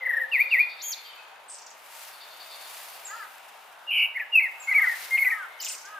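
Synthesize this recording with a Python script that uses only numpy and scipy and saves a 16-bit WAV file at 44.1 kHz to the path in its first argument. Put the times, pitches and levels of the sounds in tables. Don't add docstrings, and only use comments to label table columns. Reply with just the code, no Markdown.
import sys
import numpy as np
from scipy import signal
from scipy.io import wavfile
from scipy.ndimage import uniform_filter1d

SR = 44100
rng = np.random.default_rng(int(sys.argv[2]) if len(sys.argv) > 2 else 0)


def generate_wav(signal):
    frames = np.transpose(np.atleast_2d(signal))
    scaled = np.clip(frames, -1, 1) * 32767
    pcm = np.round(scaled).astype(np.int16)
    wavfile.write(sys.argv[1], SR, pcm)


def volts_from_decibels(level):
    exponent = np.asarray(level, float) / 20
    return 10 ** exponent


N = 264159

# (frequency [Hz], level [dB])
OVERTONES = [(3000, -55), (4500, -36.5), (6000, -46.5), (8500, -51.5), (10100, -43.5), (11000, -28.5),
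             (13500, -34), (15500, -36)]
# (frequency [Hz], level [dB])
HIGH_OCTAVE = [(7000, -18), (9000, -38), (10800, -27), (12000, -15), (14200, -14), (15500, -27)]


def rms_one(x):
    return x / np.sqrt(np.mean(x ** 2) + 1e-20)


def unit_energy(path):
    return path / np.sqrt(np.sum(path ** 2) / 2)


def butter(x, order, hz, kind="low"):
    return signal.sosfilt(signal.butter(order, hz, kind, fs=SR, output="sos"), x)


def lean(db):
    return volts_from_decibels(db * np.array([[.5], [-.5]]))


def correlated(mid, side, alike):
    return np.sqrt(1 + alike) * mid + np.sqrt(1 - alike) * side * np.array([[1], [-1]])


def at_hz(points, hz):
    return np.interp(np.log(hz), np.log(np.array(points)[:, 0]), np.array(points)[:, 1])


def drift(rate):
    r = np.exp(-80 * np.pi * rate / SR)
    slow = signal.lfilter([1], [1, -2 * r, r * r], rng.standard_normal(N // 40 + 2002))[2000:]
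    return np.interp(np.arange(N) / 40, np.arange(len(slow)), rms_one(slow))


def hoarse():
    return rms_one(butter(rng.standard_normal(N), 3, 600))


UNSTEADY = np.tile(drift(30.75), 2)
BREATHY = rms_one(uniform_filter1d(rng.standard_normal(2 * N), size=40))


def add(out, rows, colour=OVERTONES, at=0., db=0., shake=100., turn=0., wobble=0., count=8, first=1,
        patchy_db=4.0, fade=0.0021, round_s=0.0038):
    # (time [s], level [dB])
    beak = [(.1, -2.5), (.45, 3), (.9, -3.5), (4.0, -3.5), (4.2, -2.5), (4.4, -2), (4.8, 1), (5.13, 8.5),
            (5.21, 7), (5.33, 0), (5.65, 4)]
    s, hz, level, *swing = np.transpose(rows)
    t = np.arange(max(s[0] + at, 0) * SR, min((s[-1] + at) * SR, N - 1)) / SR
    hz = np.interp(t - at, s, hz)
    hz = uniform_filter1d(hz, max(int(round_s * SR), 1), mode="nearest")
    if swing:
        cycle = 2 * np.pi * shake * t + turn + wobble * UNSTEADY[:len(t)]
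        hz = hz + np.interp(t, s, swing[0]) * np.sin(cycle)
    level = np.interp(t - at, s, level)
    edge = np.clip(np.minimum(t - t[0], t[-1] - t) / fade, 0, 1)
    phase = 2 * np.pi * np.cumsum(hz) / SR
    tone = np.sin(phase) * first
    i = int(t[0] * SR)
    pure = 0.24 * np.maximum(level + 14.0, 0) + hz / 300 * (colour is OVERTONES)
    pure = pure - 6 - np.interp(t, *np.transpose(beak))
    for k in range(2, count + 1):
        unsteady = UNSTEADY[i + 900 * k:][:len(t)]
        gain = volts_from_decibels(at_hz(colour, k * hz) - first * pure + patchy_db * unsteady) * (k * hz < 17000)
        rasp = 1 + first * 0.25 * BREATHY[i + 900 * k:][:len(t)]
        tone += gain * np.sin(k * phase) * rasp
    out[i:i + len(t)] += np.sqrt(2) * volts_from_decibels(level + db) * edge * tone


def thrush():
    return whistles() + low_buzz() + high_buzz() + twitter()


def shaped(shape, note, flick_hz=0):
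    s, length, top, end, db = note
    rows = []
    for k, (share, fall, below) in enumerate(shape):
        hz = top - fall * (top - end) + flick_hz * (k == 0)
        rows.append((s + share * length, hz, db + below))
    return rows


def whistles():
    # (share of length [1], share of pitch fall [1], level [dB])
    warble_shape, arch_shape = [(0, .15, -7.5), (.25, 0, -9.5), (.4, 0.12, -1.5), (.65, .35, -2),
                                (1, 1, -16)], [(0, 0.664, -20), (.55, 0.067, -4), (1, 0.89, -7)]
    fall_shape, sag_shape = [(0, -0.31, -12), (.32, 0, -2), (1, 0.53, -3.5)], [(0, 0.096, 0.5), (.25, 0.35, 4), (.6, .55, -3.5), (1, 0.55, -15)]
    # (time [s], length [s], top pitch [Hz], end pitch [Hz], level [dB])
    warbles, arches = [(.008, 0.042, 2117, 1746, -30), (0.051, 0.026, 2121, 1595, -22),
                       (0.083, 0.033, 2040, 1585, -22.5), (0.118, .034, 1953, 1562, -23.5),
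                       (0.159, 0.031, 1884, 1590, -21.5)], [(4.145, 0.036, 2274, 1706, -24)]
    falls, sags = [(4.856, 0.044, 2039, 1746, -21.5), (4.906, 0.037, 1860, 1697, -29.5)], [(5.303, 0.07, 1914, 1747, -29)]
    # (time after onset [s], pitch [Hz], level [dB])
    dips = [
        [(0, 2850, -37), (.008, 2780, -28.5), (.022, 2590, -22.5), (.048, 2087, -22), (.063, 1850, -34),
         (.076, 1990, -24), (.096, 2368, -16.5), (.108, 2466, -28.5), (.122, 2490, -35)],
        [(0, 2844, -43), (.009, 2774, -25.5), (.023, 2551, -19), (.047, 2040, -20.5), (.062, 1850, -32.5),
         (.077, 1993, -22), (.097, 2403, -18), (.109, 2458, -21.5), (.123, 2487, -31)],
    ]
    dip_at = [0.315, 0.506]
    # (time after onset [s], pitch [Hz], level [dB])
    dip_hum = [(.118, 2445, -35), (.15, 2450, -36), (.168, 2450, -42)]
    # (time [s], pitch [Hz], level [dB])
    slide = [(4.318, 2850, -47), (4.33, 2840, -27.5), (4.345, 2778, -26.5), (4.357, 2660, -13),
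             (4.379, 2526, -20), (4.387, 2550, -14), (4.393, 2273, -26), (4.4, 2026, -26.5),
             (4.409, 2150, -20)]
    # (time [s], pitch [Hz], level [dB])
    lead_ins = [
        [(3.866, 2770, -55), (3.885, 2868, -32.5), (3.904, 2690, -33)],
        [(5.59, 3160, -53), (5.61, 2940, -40)],
    ]
    # (time [s], pitch [Hz], level [dB])
    phrased = [
        [(.196, 1900, -33), (.203, 1990, -29), (.214, 1883, -27), (.235, 1780, -29), (.247, 1700, -37.5),
         (.258, 1750, -48)],
        [(4.409, 2340, -35), (4.428, 2220, -24.5), (4.445, 2113, -26), (4.456, 2016, -29.5),
         (4.474, 1780, -36.5)],
        [(4.672, 2160, -36), (4.688, 2146, -26.5), (4.698, 2214, -21.5), (4.707, 2240, -27),
         (4.714, 2090, -22.5), (4.727, 2038, -19), (4.735, 1970, -47)],
        [(4.737, 2663, -31.5), (4.746, 2227, -27.5), (4.755, 2228, -16), (4.768, 2308, -23), (4.776, 2210, -22),
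         (4.782, 2168, -14.5), (4.791, 2044, -21.5), (4.799, 1830, -24)],
        [(4.804, 2224, -39), (4.811, 2220, -29), (4.821, 2134, -18), (4.835, 1910, -26), (4.849, 1800, -22.5)],
        [(5.107, 2102, -35.5), (5.125, 2113, -25.5), (5.145, 2120, -23), (5.161, 2140, -23.5),
         (5.168, 1980, -36), (5.175, 2070, -32)],
        [(5.175, 2090, -29), (5.19, 2180, -21.5), (5.203, 2209, -24.5), (5.219, 2198, -21.5),
         (5.226, 2173, -16.5), (5.234, 1998, -28), (5.24, 1980, -31.5)],
        [(5.174, 3100, -34), (5.178, 2580, -32), (5.182, 2200, -16)],
        [(4.189, 1790, -28), (4.195, 2010, -40), (4.199, 2675, -32), (4.204, 1975, -26.5), (4.212, 1840, -35),
         (4.225, 1675, -36), (4.233, 1715, -46)],
        [(5.245, 2745, -33), (5.249, 2390, -26.5), (5.256, 2057, -25.5), (5.27, 2026, -20.5),
         (5.283, 1923, -23), (5.291, 2090, -24)],
    ]
    out = np.zeros(N)
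    for shape, notes in [(warble_shape, warbles), (arch_shape, arches), (fall_shape, falls)]:
        for note in notes:
            add(out, shaped(shape, note))
    for note in sags:
        add(out, shaped(sag_shape, note, flick_hz=561))
    for s, rows in zip(dip_at, dips):
        add(out, rows, at=s, round_s=0.0036)
        add(out, dip_hum, at=s, count=1)
    for rows in [slide] + lead_ins + phrased:
        add(out, rows, round_s=0.0022, fade=0.0017)
    return out


def low_buzz():
    # (time [s], pitch [Hz], level [dB], swing [Hz])
    low_notes = [(3.904, 2692, -25.5, 230), (3.942, 2715, -24.5, 414), (3.975, 2619, -21.5, 384),
                 (4.03, 2575, -20.5, 363), (4.061, 2590, -25.5, 347)]
    # (frequency [Hz], width [Hz])
    hz, width = (2740, 450)
    buzz = np.zeros(N)
    raised = [(f, db + 3.0) for f, db in OVERTONES]
    add(buzz, low_notes, colour=raised, shake=62.5, turn=1.63, wobble=0.72, db=1.5)
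    return 0.39 * buzz + 0.44 * signal.lfilter(*signal.iirpeak(hz, hz / width, fs=SR), buzz)


def high_buzz():
    # (time [s], pitch [Hz], level [dB], swing [Hz])
    high_notes = [(.803, 3540, -51, 5), (0.815, 4350, -40, 3), (0.822, 6850, -41.5, 410),
                  (0.872, 6770, -35.5, 290), (0.913, 6710, -36, 330), (.92, 6200, -32.5, 10),
                  (0.927, 4840, -33.5, 5), (0.934, 4240, -33.5, 11), (0.944, 3200, -42, 8)]
    second_voice = [(.832, 3225, -51, 80), (.86, 3250, -46, 60), (.89, 3250, -55, 60),
                    (.912, 3270, -48, 60), (.928, 3050, -50, 40)]
    sum_tone = [(.83, 10010, -57, 250), (.87, 9900, -54, 260), (.918, 10100, -54, 200)]
    shake = 141.
    out = np.zeros(N)
    add(out, high_notes, colour=HIGH_OCTAVE, shake=shake, turn=.3, wobble=0.99, round_s=0.0025, count=2)
    add(out, second_voice, shake=shake, wobble=0.87)
    add(out, sum_tone, shake=shake, count=1)
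    return out


def twitter():
    # (time [s], level [dB])
    hooks_at = [(5.603, -5), (5.638, -2.8), (5.671, -7), (5.706, -10.5)]
    # (time after onset [s], pitch [Hz], level [dB])
    hook_up, hook_down = [(.005, 4860, -44), (.0095, 5270, -36), (.012, 6800, -36), (.015, 7250, -34),
                          (.023, 7250, -35), (.027, 7150, -46)], [(.013, 5460, -44), (.016, 5020, -51), (0.02, 3637, -46),
                                           (.029, 2800, -37.5), (.04, 2340, -43)]
    # (time [s], pitch [Hz], level [dB])
    pickup = [(5.599, 5070, -52), (5.603, 5070, -36), (5.606, 4900, -35), (5.61, 3500, -39)]
    # (time [s], centre [Hz], level [dB], swing [Hz])
    breath = [(5.599, 4810, -60, 900), (5.617, 5300, -45, 1710), (5.69, 5390, -50, 1820),
              (5.755, 6030, -49, 1500)]
    clean, rough = np.zeros((2, N))
    add(clean, pickup, colour=HIGH_OCTAVE, round_s=0.0026, fade=0.0031, count=3)
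    for s, db in hooks_at:
        add(clean, hook_up, colour=HIGH_OCTAVE, at=s, db=db, round_s=0.0017, count=2, fade=0.0022)
        add(rough, hook_down, at=s, db=db)
    add(rough, breath, colour=HIGH_OCTAVE, shake=230.0, wobble=6.8, count=2)
    return clean + rough * (1 + 0.51 * hoarse())


def crows():
    # (time [s], length [s], top pitch [Hz], loudest at share of length [1], level [dB])
    caws = [
        (3.08, 0.18, 479.5, 0.48, -51.5),
        (4.675, 0.21, 434.3, 0.7, -39.5),
        (5.243, .215, 433.8, 0.7, -39.5),
        (5.83, 0.2, 428, 0.69, -43.5),
    ]
    caw_arch = [
        (.49, .56, 1.15),
        (.46, .63, 1.6),
    ]
    # (frequency [Hz], level [dB])
    first_throat, second_throat = [(400, -29), (950, -7), (1100, -20), (1250, 12), (1450, 7), (1700, 10),
                                   (1830, 0), (1900, -8), (1990, 12.5), (2150, -43), (4600, -11),
                                   (6000, -20)], [(400, -36), (900, -25), (1150, -14), (1280, -1),
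                                                        (1400, -1.5), (1550, 3), (1720, -9.5), (1900, -28),
                                                        (3200, -22), (4000, -59)]
    out, share = np.zeros(N), np.linspace(0, 1, num=21)
    for k, (s, length, top, loudest, db) in enumerate(caws):
        crest, droop, roundness = caw_arch[k > 0]
        hz = top * (1 - droop * np.abs(share - crest) ** roundness)
        swell = db - 27 * (share - loudest) ** 2
        caw = np.transpose([s + share * length, hz, swell])
        add(out, caw, colour=[first_throat, second_throat][k > 0], count=12, first=0, patchy_db=1.0,
            fade=0.0012, round_s=0.039)
    return out * volts_from_decibels(0.5 * drift(5.6))


def small_birds():
    # (time [s], pitch [Hz], level [dB], swing [Hz])
    chatter = [
        [(1.483, 8240, -51, 450), (1.51, 8170, -44.5, 497), (1.562, 8170, -49.5, 500)],
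        [(5.63, 8000, -55.5, 795), (5.7, 8140, -41, 910), (5.76, 8180, -53, 786)],
    ]
    # (time after onset [s], pitch [Hz], level [dB])
    chip = [(0, 8200, -6), (.003, 6600, -.1), (.006, 5200, -2), (.009, 4000, -10)]
    # (time [s], level [dB])
    chip_at = [(1.49, -53.5), (1.515, -50), (1.538, -48), (1.549, -53), (1.581, -46.5), (1.617, -48.5),
               (1.662, -47), (1.703, -48.5), (5.625, -39), (5.642, -36.5), (5.662, -48), (5.683, -35.5),
               (5.703, -57), (5.722, -74), (5.745, -46), (5.777, -44), (5.812, -47), (5.85, -47)]
    # (lag [s], level [dB])
    flurry = [(0, -2), (.0025, -3), (.0055, -5), (.008, -7), (.012, -12)]
    # (time [s], pitch [Hz], level [dB])
    chatter_arcs = [
        [(5.688, 8240, -44), (5.694, 9400, -39), (5.699, 8200, -42), (5.706, 7600, -41)],
        [(5.715, 8500, -50), (5.721, 9350, -45), (5.727, 7600, -42)],
        [(5.129, 8500, -56), (5.135, 8850, -44), (5.14, 8700, -58)],
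        [(5.589, 6220, -60), (5.595, 5900, -58), (5.602, 6100, -55)],
    ]
    # (time after onset [s], pitch [Hz], level [dB])
    seep = [(0, 6720, -54), (.008, 7640, -36.5), (0.022, 7300, -42), (.028, 6610, -42), (.045, 6950, -45),
            (.06, 6610, -43)]
    # (time [s], level [dB])
    seep_at = [
        (3.047, -1),
        (4.597, -6.5),
    ]
    # (time [s], pitch [Hz], level [dB])
    thin_arcs = [
        [(1.005, 11300, -68), (1.035, 12300, -62), (1.07, 12500, -60), (1.105, 11500, -67)],
        [(1.145, 12500, -64), (1.172, 11600, -67)],
    ]
    out = np.zeros(N)
    for rows in chatter:
        add(out, rows, shake=80.0, turn=1.3, wobble=.9, count=1)
    for s, db in chip_at:
        for lag, lag_db in flurry:
            add(out, chip, at=s + lag, db=db + lag_db, count=1, fade=0.0012, round_s=.001)
    out = out * (.75 + .75 * hoarse())
    for rows in chatter_arcs:
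        add(out, rows, count=1, round_s=0.0034, fade=0.0013)
    for s, db in seep_at:
        add(out, seep, at=s, db=db, count=1, round_s=0.0051)
    for rows in thin_arcs:
        add(out, rows, count=1, round_s=0.027)
    return out


def far_birds():
    # (time [s], level [dB])
    churr_at = [(.32, -57), (0.399, -49), (.49, -50), (.595, -49.5), (0.691, -48), (0.781, -51),
                (.96, -47.5), (1.04, -52), (2.12, -52.5), (2.2, -48.5), (2.295, -51.5), (2.395, -49.5),
                (2.5, -46.5), (2.611, -50.5)]
    # (start pitch [Hz], end pitch [Hz], level [dB], swing [Hz])
    churr = [
        (4630, 4350, 1.5, 265),
        (3715, 3520, -1, 130),
    ]
    # (time [s], pitch [Hz], level [dB])
    faint_whistles = [
        [(1.045, 3240, -54), (1.09, 3110, -57.5), (1.135, 2950, -59)],
        [(1.16, 2620, -53.5), (1.21, 2520, -60), (1.245, 2450, -70)],
        [(2.645, 4650, -64), (2.68, 4600, -66), (2.73, 4600, -66)],
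    ]
    out = np.zeros(N)
    for s, db in churr_at:
        for start, end, voice_db, swing in churr:
            rows = [(s - .01, start, db - 5.0, swing),
                    (s + 0.0229, (start + end) / 2, db - 5.5, swing),
                    (s + 0.068, end, db - 17.0, swing)]
            add(out, rows, db=voice_db, shake=62.0, turn=40 * s, wobble=2.7, count=1, fade=0.023)
    for rows in faint_whistles:
        add(out, rows, count=1, fade=0.006)
    return out * (1 + .4 * hoarse())


def far_motor():
    # (time [s], pitch [Hz], level [dB], swing [Hz])
    motor = [(0, 528.6, -58, 30), (.12, 522, -68, 30), (.3, 521, -64, 30), (.6, 541, -74.5, 30)]
    out = np.zeros(N)
    add(out, motor, shake=10.0, wobble=3.03, count=1, fade=0.012)
    return out


def far_sounds():
    return (far_birds() + far_motor()) * volts_from_decibels(2.5 * drift(40))


def outdoors(x, ground, wet_db, t60, alike):
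    # (lag [s], level [dB], lean to left, and opposite to right [dB])
    late_echoes = [(.0057, -18, 2), (.0127, -22, 3), (.052, -21, 2), (.075, -20, -2)]
    # (lag [s], spread [s], level [dB])
    wood_s, wood_spread, wood_db = (0.27, 0.4, -23)
    t = np.arange(int(1.6 * SR)) / SR
    mid, side = rng.standard_normal((2, len(t))) * volts_from_decibels(-60 * t / t60) * np.clip(t / .015, 0, 1)
    path = volts_from_decibels(wet_db) * unit_energy(butter(correlated(mid, side, alike), 1, 7000))
    walls = np.zeros_like(path)
    for s, db, lean_db in late_echoes:
        walls[:, round(s * SR)] += volts_from_decibels(db + lean_db * np.array([1, -1]))
    path += butter(walls, 2, 4200)
    wood = rng.standard_normal(path.shape) * np.exp(-((t - wood_s) / wood_spread) ** 2)
    path += volts_from_decibels(wood_db) * unit_energy(wood)
    path = signal.lfilter([.55], [1, -.45], path)
    twigs = rng.standard_normal(path.shape) * volts_from_decibels(-60 * t / 0.21)
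    path += butter(volts_from_decibels(-0.5) * unit_energy(twigs), 2, 7900, "high")
    path[:, 0] += 1
    bounce = np.zeros_like(path)
    echo_s, right_lag_s = .00744, .000025
    bounce[0, round(echo_s * SR)] = ground * volts_from_decibels(2.5)
    bounce[1, round((echo_s + right_lag_s) * SR)] = ground * volts_from_decibels(-2.5)
    path += butter(bounce, 1, 5000)
    return signal.fftconvolve(x[None], path, axes=1)[:, :N]


def background():
    return traffic() + leaves() + twig_ticks() + drone()


def banded_noise(spectrum, source, patchy_db):
    # (frequency [Hz], correlation [1])
    likeness = [(30, .88), (150, .92), (330, .92), (700, 0.6), (2000, 0.54), (6000, 0.49), (15000, 0.3)]
    # (frequency [Hz], level [dB])
    band_lean = [(60, -.5), (330, -1.5), (600, 3.3), (1200, 1.5), (2500, .6), (8000, 1.8), (15000, .8)]
    out, edges = 0, 20 * 2 ** np.arange(0, 9.8, .4)
    for k, (low, high) in enumerate(zip(edges, edges[1:])):
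        hz = np.sqrt(low * high)
        if hz < spectrum[0][0]:
            continue
        mid, side = butter(source[k % 2], 2, [low, high], "band")
        alike = np.clip(at_hz(likeness, hz), -1, 1)
        gain = volts_from_decibels(at_hz(spectrum, hz) + patchy_db * drift(1.86))
        out = out + gain * lean(at_hz(band_lean, hz)) * correlated(mid, side, alike)
    return rms_one(out)


def gusts():
    # (time of height [s], level [dB], rise [dB/s], fall [dB/s])
    gust_rows = [
        (.35, -75, 70, 13),
        (1.0, -71, 34, 38),
        (2.029, -57.5, 66, 62),
        (2.78, -57.5, 19.5, 19.5),
        (5.03, -53, 41.5, 46),
        (5.738, -66, 58, 38),
    ]
    t = np.arange(N) / SR
    slopes = [db - np.maximum(rise * (s - t), fall * (t - s)) for s, db, rise, fall in gust_rows]
    return volts_from_decibels(-83.5) + volts_from_decibels(np.max(slopes, axis=0))


def leaves():
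    # (frequency [Hz], density [dB per Hz])
    leaf_spectrum = [(880, -58), (1500, 0), (2080, -4), (2290, 5.5), (2960, -11.5), (3640, -1), (5670, -6),
                     (13200, -6.5), (15800, 1)]
    grainy = rng.standard_normal((2, 2, N)) * volts_from_decibels(1.27 * drift(60))
    return gusts() * volts_from_decibels(13.5) * banded_noise(leaf_spectrum, grainy, patchy_db=0.94)


def twig_ticks():
    # (time [s], peak level [dB])
    tick_rows = [(1.78, -42), (2.444, -46), (2.757, -44), (3.383, -35), (4.96, -38), (5.04, -40),
                 (5.108, -23), (5.11, -40), (5.301, -31), (5.41, -48)]
    ticks = np.full(N, 1e-18)
    for at, db in tick_rows:
        ticks[round(at * SR):][:40] += volts_from_decibels(db) * rng.standard_normal(40) * np.exp(-np.arange(40) / 12)
    return butter(ticks, 2, 3000, "high")


def traffic():
    # (frequency [Hz], density [dB per Hz])
    road_spectrum = [(12, -71), (20, -40), (181, -28.5), (214, -26), (326, -24.5), (419, -18.5),
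                     (569, -7.5), (915, 0), (1080, -4.5), (1350, -3.5), (2110, -12), (2960, -9),
                     (5460, -37.5), (13300, -40), (15800, -21)]
    # (time [s], level [dB])
    road_course = [(0, -52.5), (1.1, -54.5), (2.75, -51.5), (4.4, -55), (4.949, -50), (5.401, -54),
                   (5.99, -52)]
    level = np.interp(np.arange(N) / SR, *np.transpose(road_course))
    white = rng.standard_normal((2, 2, N))
    return volts_from_decibels(level + 4.0) * banded_noise(road_spectrum, white, patchy_db=1.3)


def drone():
    hz, width_hz = 917.4, 32
    band = signal.iirpeak(hz, hz / width_hz, fs=SR)
    once = signal.lfilter(*band, rng.standard_normal(N))
    return volts_from_decibels(-63.5) * lean(5) * rms_one(signal.lfilter(*band, once))


def scene():
    # (time [s], left-right level [dB])
    head_turn = [(.3, 1.4), (.7, 0), (3.899, -1.2), (4.4, 0), (4.8, -0.2), (5.2, 1.4), (5.7, 0)]
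    turned = np.interp(np.arange(N) / SR, *np.transpose(head_turn))
    singer = outdoors(thrush(), ground=.72, wet_db=-13, t60=0.43, alike=0.46) * lean(turned)
    caws = outdoors(crows(), ground=0.32, wet_db=-8, t60=0.31, alike=0.16) * lean(1.6)
    near = outdoors(small_birds(), ground=0.72, wet_db=-1.5, t60=0.34, alike=0.06) * lean(-.2)
    far = outdoors(far_sounds(), ground=1.0, wet_db=0.5, t60=1.0, alike=0.38) * lean(1.2)
    return singer + caws + near + far + background()


def roll_off(x):
    return signal.sosfilt(signal.butter(12, 15850, fs=SR, output="sos"), x)


def record(dry):
    dry = dry + .006 * dry ** 2
    dry = signal.sosfilt(signal.cheby2(12, 60, 16300, fs=SR, output="sos"), dry)
    return roll_off(dry)


dry = scene()
out = record(dry)
generate_wav(out)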